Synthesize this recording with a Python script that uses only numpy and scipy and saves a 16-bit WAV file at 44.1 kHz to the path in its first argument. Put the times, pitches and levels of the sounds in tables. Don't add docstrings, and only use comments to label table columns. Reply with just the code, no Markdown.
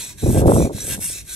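import sys
import numpy as np
from scipy import signal
from scipy.fft import rfft, irfft
from scipy.io import wavfile
from scipy.ndimage import uniform_filter1d, minimum_filter1d

SR = 44100
rng = np.random.default_rng(int(sys.argv[2]) if len(sys.argv) > 2 else 0)


def voltage_ratio(decibels):
    exponent = np.asarray(decibels, float) / 20
    return 10 ** exponent


def bounce(signal):
    frames = np.transpose(np.atleast_2d(signal))
    limited = np.clip(frames, -1, 1)
    pcm = np.round(limited * 32767).astype(np.int16)
    wavfile.write(sys.argv[1], SR, pcm)


N = 59535

# t/s, slowing/s, restart/s, level/dB at rest
TURNING_POINTS = [
    (-.1, 0.028, .02, -20),
    (.16, 0.028, 0.018, -15),
    (.447, 0.034, 0.012, -22.5),
    (.71, 0.029, 0.015, -16.5),
    (.988, 0.038, 0.021, -18.5),
    (1.243, 0.028, 0.033, -14),
    (1.5, .02, .02, -20),
]


def unit_rms(x):
    return x / np.sqrt(np.mean(x ** 2) + 1e-20)


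def column(table, at, index=1):
    rows = np.array(table, float)
    return np.interp(at, rows[:, 0], rows[:, index])


def coloured(x, spectrum):
    f, db = np.transpose(spectrum)
    hz = np.fft.rfftfreq(N, 1 / SR)
    gain = voltage_ratio(np.interp(np.log(hz + 1), np.log(f), db))
    return unit_rms(irfft(rfft(x) * gain, N))


def wander(seconds):
    size = max(int(seconds * SR), 2)
    smooth = uniform_filter1d(rng.standard_normal(N), size)
    return unit_rms(uniform_filter1d(smooth, size))


def resonance(x, hz, width):
    r = np.exp(-np.pi * width / SR)
    return signal.lfilter([1 - r, 0, r - 1], [1, -2 * r * np.cos(2 * np.pi * hz / SR), r * r], x)


def narrow_dips(hz, table):
    return voltage_ratio(sum(db * np.exp(-((hz - f) / w) ** 2) for f, w, db in table))


def contact_place(t):
    return np.interp(t, np.array(TURNING_POINTS)[:, 0], np.arange(len(TURNING_POINTS)) % 2)


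def grit():
    per_second, spread_db, clump_db, clump_s = 9000, 1, 1.5, 0.0023
    hit = (rng.random(N) < per_second / SR) * rng.choice([-1., 1.], N)
    size_db = spread_db * np.minimum(rng.exponential(1, N), 5)
    return unit_rms(hit * voltage_ratio(size_db + clump_db * wander(clump_s)))


def hand_effort_db(t, effort):
    # t/s, level/dB over the scrape
    catches = [
        (.909, 6),
        (0.49, 2),
        (0.785, 2),
        (.555, 1),
        (1.009, 3),
        (.183, 3),
    ]
    squareness = 2.24
    rise_s, fall_s = .0007, .004
    effort_db = column(effort, t)
    for s, slowing, restart, db in TURNING_POINTS:
        effort_db += db * np.exp(-abs((t - s) / np.where(t < s, slowing, restart)) ** squareness)
    for s, db in catches:
        effort_db += db * np.exp(-abs(t - s) / np.where(t < s, rise_s, fall_s))
    return effort_db


def struck_modes(modes, drive, place):
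    node_swing, node_db = 1.1, -13
    wander_db, wander_s = 1.5, .06
    total = 0
    for hz, width, db, node in modes:
        coupling_db = node_db * np.cos(np.pi * (node_swing * place - node)) ** 2
        force = drive * voltage_ratio(coupling_db + wander_db * wander(wander_s))
        total = total + voltage_ratio(db) * resonance(force, hz, width)
    return total


def singing_modes(drive):
    sings = [(0, 0.19, 970, 150, -12.5), (0, 0.025, 4100, 270, -2), (.18, 0.079, 3900, 200, -15),
             (0.12, 0.39, 1630, 59, -13), (0.593, 0.097, 2400, 80, -7.5), (.54, 0.11, 6020, 61, -4),
             (0.796, 0.038, 5980, 60, -1.5), (.74, .13, 1640, 60, -11), (.89, .07, 1640, 60, -16),
             (.89, 0.053, 2770, 44, -11), (.89, 0.059, 2250, 50, -21), (1.0, 0.074, 2750, 24, -11),
             (0.993, 0.077, 2200, 36, -20), (1.13, 0.097, 2650, 140, -7), (1.113, 0.11, 6700, 90, -3.5),
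             (1.0, 0.26, 5670, 850, -8.5), (1.12, 0.12, 3700, 70, -15), (1.26, 0.068, 3950, 160, -14),
             (1.26, .09, 1580, 37, -12), (0.26, 0.1, 12000, 100, -11), (0.012, 0.13, 7900, 87, -2.5),
             (1.04, .1, 9100, 120, -5.5)]
    t = np.arange(N) / SR
    total = 0
    for s, length, hz, width, db in sings:
        belly = np.sin(np.pi * np.clip((t - s) / length, 0, 1)) ** .5
        total = total + voltage_ratio(db) * resonance(drive * belly, hz, width) / np.std(resonance(drive, hz, width))
    return total


def friction_noise(drive, place):
    # f/Hz, level/dB
    scrape_colour = [(4600, -24), (5900, -8), (7000, -7.5), (8000, -5), (9500, -5.5), (11200, -0.5),
                     (12000, -19), (16000, -28)]
    tilt_hz, tilt_db = 7100, 9
    broad = coloured(drive, scrape_colour)
    dull = signal.sosfiltfilt(signal.butter(3, tilt_hz, fs=SR, output='sos'), broad)
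    return dull * voltage_ratio(tilt_db * (place - 2.0)) + (broad - dull) * voltage_ratio(tilt_db * (.5 - place))


def rasp():
    # t/s, level/dB, coarse bite level/dB
    effort = [(0, -32.5, 3.5), (.104, -41, 5.5), (.2, -38, 1), (.318, -30.5, -5.5), (.36, -33, 1.5),
              (.41, -28, 3), (.47, -33.5, 3), (.552, -29.5, -7.5), (.64, -34.5, -0.5), (.735, -40.5, 2.5),
              (.79, -34, 2), (.86, -29, -6.5), (.9, -27.5, 1), (.95, -25.5, 5), (1.02, -29, -1.5),
              (1.056, -26, -8.5), (1.2, -37, 1.5), (1.35, -30.5, -3)]
    # f/Hz, width/Hz, level/dB, node place 0-1
    blade = [(7430, 160, 0.5, 0.21), (7840, 84, -2, 0.067), (8050, 170, -2.5, 0.81), (8350, 95, -4.5, 0.87),
             (8480, 45, -2.5, 1), (9000, 130, -3.5, 0.64), (9320, 160, -3, 1), (9940, 81, -2.5, .3),
             (10330, 84, -8, 0.7), (10430, 113, 4, 0.7), (10930, 38, 9, 0.28), (11000, 43, -8, 1),
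             (11280, 48, 4, 0.73), (11700, 92, -2.5, 0.72)]
    # f/Hz, width/Hz, level/dB, node place 0-1
    bar = [(5200, 82, -17, 0.44), (2290, 20, -21, 0.5), (2483, 14, -1, 0.17), (2724, 81, -5.5, 0.85),
           (3280, 160, -12.5, 0.91), (3625, 124, -5.5, 0.24), (3980, 235, -8, 0.19), (4830, 60, -12, 0),
           (4380, 44, -31, 0.8), (5690, 190, -6.5, 0.33), (5960, 51, 7, 0.13), (6860, 390, -5, 0.15)]
    # f/Hz, level/dB
    bite_colour = [(850, -22), (1200, -27), (1700, -13), (2500, -13), (3000, -16.5), (3800, -13.5),
                   (4800, -16.5), (9000, -25)]
    shared_grit = 0.58
    modes_db, scrape_db, bite_db = -3.5, -2.5, -10.5
    t = np.arange(N) / SR
    effort_db = hand_effort_db(t, effort)
    place, fine = contact_place(t), grit()
    drive = fine * voltage_ratio(effort_db)
    mixed_grit = unit_rms(shared_grit * fine + (1 - shared_grit) * grit())
    coarse = mixed_grit * voltage_ratio(effort_db + column(effort, t, index=2))
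    scrape = friction_noise(drive, place)
    rings = unit_rms(struck_modes(blade, drive, place) + struck_modes(bar, coarse, place))
    rings += singing_modes(drive)
    bite = coloured(coarse, bite_colour)
    drive_rms = np.sqrt(np.mean(drive ** 2))
    return drive_rms * (voltage_ratio(modes_db) * rings + voltage_ratio(scrape_db) * scrape + voltage_ratio(bite_db) * bite)


def scatter(x):
    place, out = contact_place(np.arange(N) / SR), 0
    for k in range(4):
        path = rng.standard_normal((2, 300)) * voltage_ratio(-np.arange(300) * 0.014)
        near = np.cos(np.pi / 2 * np.clip(3 * place - k, -1, 1))
        out = out + signal.fftconvolve((x * near)[None], path / np.linalg.norm(path[0]), axes=1)[:, :N]
    return out


def room(x):
    t60_s = .09
    t = np.arange(SR // 4) / SR
    tail = rng.standard_normal((2, len(t))) * voltage_ratio(-60 * t / t60_s) * (t > .004)
    return signal.fftconvolve(x[None], tail / np.linalg.norm(tail[0]), axes=1)[:, :N]


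def gust():
    # t/s, level/dB, quick eddy level/dB
    strength = [(0, -50, 3), (.21, -47, -18), (.235, -16.5, 6), (.27, -19, 1), (.31, -11.5, -5),
                (.34, -20, -2.5), (.376, -12, -5), (.43, -15.5, 5), (.49, -10.5, 3.5), (.56, -15.5, 3),
                (.65, -16.5, 1.5), (.69, -33.5, 12), (.75, -32.5, -1), (.82, -41, 2), (.9, -34, 1),
                (.96, -31.5, -5.5), (1.03, -39.5, -8.5), (1.35, -55.5, -16)]
    # f/Hz, level/dB
    slow_colour = [(15, -47), (32, -34), (50, -6.5), (85, -2), (130, -2.5), (220, -9), (400, -19),
                   (800, -60)]
    # f/Hz, level/dB
    quick_colour = [(80, -26), (200, -8.5), (320, -5), (550, -9), (750, -19), (1000, -30), (1400, -38),
                    (2500, -62)]
    # t/s, half length/s, level/dB
    surges = [(.248, .007, -19), (.268, .01, 6), (.286, .004, -7), (.303, .008, 2.5), (.322, .007, -14),
              (.341, .004, -5), (.36, .008, 10.5), (.381, .005, -0.5), (.413, .004, -4), (.435, .008, -0.5),
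              (.474, .005, -2), (.495, .008, 6.5), (.528, .004, -3.5), (.545, .01, -3.5), (.585, .01, 2),
              (.61, .004, -6), (.64, .008, -6), (.657, .006, 2.5), (.675, .005, 1), (.688, .005, -16),
              (.707, .007, 3)]
    # t/s, level/dB, f/Hz
    snaps = [(.226, -43, 450), (.237, -17, 513), (0.293, -21, 556), (.304, -17, 600), (.333, -23, 600),
             (.347, -13, 447), (.363, -25, 690), (0.41, -24, 600), (.421, -21, 800), (.437, -14, 500),
             (.493, -10, 720), (.558, -12, 654), (.625, -14.5, 600), (.673, -26, 700), (.697, -22, 600),
             (.848, -35, 450), (.993, -27.5, 533), (1.016, -39, 450), (1.16, -36.5, 330), (0.254, -24, 73),
             (0.477, -3.5, 85), (0.469, -31, 310), (0.643, -13.5, 94), (.356, -11, 393), (.263, -29, 540),
             (.298, -17, 250), (.374, -11, 600), (.421, -8, 367), (0.444, -18, 500), (0.459, 2.5, 430),
             (.482, -4.5, 640), (.498, -2, 460), (0.5202, -2, 666), (.565, -8, 695), (.605, -13, 665),
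             (.655, -17.5, 600), (0.7046, -21.5, 520), (0.7076, -21, 520), (.711, -24, 500),
             (0.75, -17.5, 131), (.783, -27, 670), (.88, -25, 450), (.989, -23.5, 162), (.979, -28.5, 630),
             (1.102, -32, 406), (1.222, -38, 86)]
    slow_lump_db, quick_lump_db, lump_s = 1.0, 1.5, .005
    quick_db = -5.5
    t = np.arange(N) / SR
    slow = coloured(rng.standard_normal(N) * voltage_ratio(slow_lump_db * wander(2 * lump_s)), slow_colour)
    quick = coloured(rng.standard_normal(N) * voltage_ratio(quick_lump_db * wander(lump_s)), quick_colour)
    quick *= voltage_ratio(sum(db * np.exp(-((t - s) / d) ** 2) for s, d, db in surges))
    quick *= voltage_ratio(quick_db + column(strength, t, index=2))
    air = voltage_ratio(column(strength, t)) * (slow + quick)
    for s, db, hz in snaps:
        u = np.pi * hz * (t - s)
        air += voltage_ratio(db) * (1 - 2 * u ** 2) * np.exp(-u ** 2)
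    return air


def workshop_floor():
    # f/Hz, level/dB
    floor_colour = [(30, -11), (65, 6), (130, -20), (300, -17), (1000, -36), (4000, -34), (8000, -25.5),
                    (16000, -65)]
    return coloured(rng.standard_normal(N), floor_colour) * voltage_ratio(-45.5)


def at_ports(x, table):
    hz = np.fft.rfftfreq(N, 1 / SR)
    phase, pan_db = column(table, hz), column(table, hz, index=2)
    z = rfft(x)
    return np.array([irfft(z * np.exp(.5j * s * phase) * voltage_ratio(.5 * s * pan_db), N) for s in (1, -1)])


def scene():
    # f/Hz, left phase lead/rad, left-right level/dB
    stone_ports = [(1200, 0, -3), (2400, -.5, -1.5), (5000, 0, -4), (5700, -1.4, -2), (6500, -.4, -2),
                   (7300, -1.8, -1.5), (8790, .1, 0), (13200, 8.7, 0)]
    # f/Hz, left phase lead/rad, left-right level/dB
    wind_ports = [(60, 0.96, -0.8), (250, 0.7, 0), (600, 1, 0), (1139, 2.12, -5.5)]
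    # f/Hz, width/Hz, level/dB
    bench_dips = [(2960, 80, -16), (4800, 100, -9), (1900, 60, -6)]
    room_db = -22
    hz = np.fft.rfftfreq(N, 1 / SR)
    air = gust() + workshop_floor()
    stone = rasp()
    near = at_ports(stone, stone_ports)
    same = np.interp(hz, [5000, 8500], [0.64, 0.95])
    near = irfft(rfft(near) * np.sqrt(same) + rfft(scatter(stone)) * np.sqrt(1 - same), N)
    z = rfft(near + voltage_ratio(room_db) * room(stone)) * narrow_dips(hz, bench_dips)
    z += rfft(at_ports(air, wind_ports))
    z -= z.mean(0) * (1 - narrow_dips(hz, [(10260, 100, -26)]))
    return irfft(z, N)


def limited(x):
    ceiling = .92
    need = np.minimum(ceiling / (abs(x).max(0) + 1e-9), 1)
    held = minimum_filter1d(need, size=801)
    return x * uniform_filter1d(uniform_filter1d(held, size=400), size=400)


def low_pass(x):
    return signal.sosfilt(signal.butter(12, 17040, fs=SR, output="sos"), x)


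def record(dry):
    # t/s at start, length/s
    top_open = [
        (0.02, 0.03),
        (0.078, .05),
        (.185, 0.018),
        (0.457, 0.021),
        (.595, 0.071),
        (.72, 0.041),
        (0.992, .05),
        (1.12, 0.07),
        (1.28, 0.04),
    ]
    mid_edge_hz, side_edge_hz, edge_width_hz = 12900, 12880, 150
    top_low_hz, top_high_hz, top_db = 14560, 15700, 3
    hz, t = np.fft.rfftfreq(N, 1 / SR), np.arange(N) / SR
    z = rfft(limited(dry))
    gate = uniform_filter1d(sum((t > s) * (t < s + d) * 1. for s, d in top_open), size=400)
    top = irfft(z * (hz > top_low_hz) * (hz < top_high_hz), N) * gate * voltage_ratio(top_db)
    mid = (z[0] + z[1]) / 2 * np.clip((mid_edge_hz - hz) / edge_width_hz + .5, 0, 1)
    side = (z[0] - z[1]) / 2 * np.clip((side_edge_hz - hz) / edge_width_hz + .5, 0, 1)
    mix = irfft(np.array([mid + side, mid - side]), N) + top
    return low_pass(mix)


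dry = scene()
out = record(dry)
bounce(out)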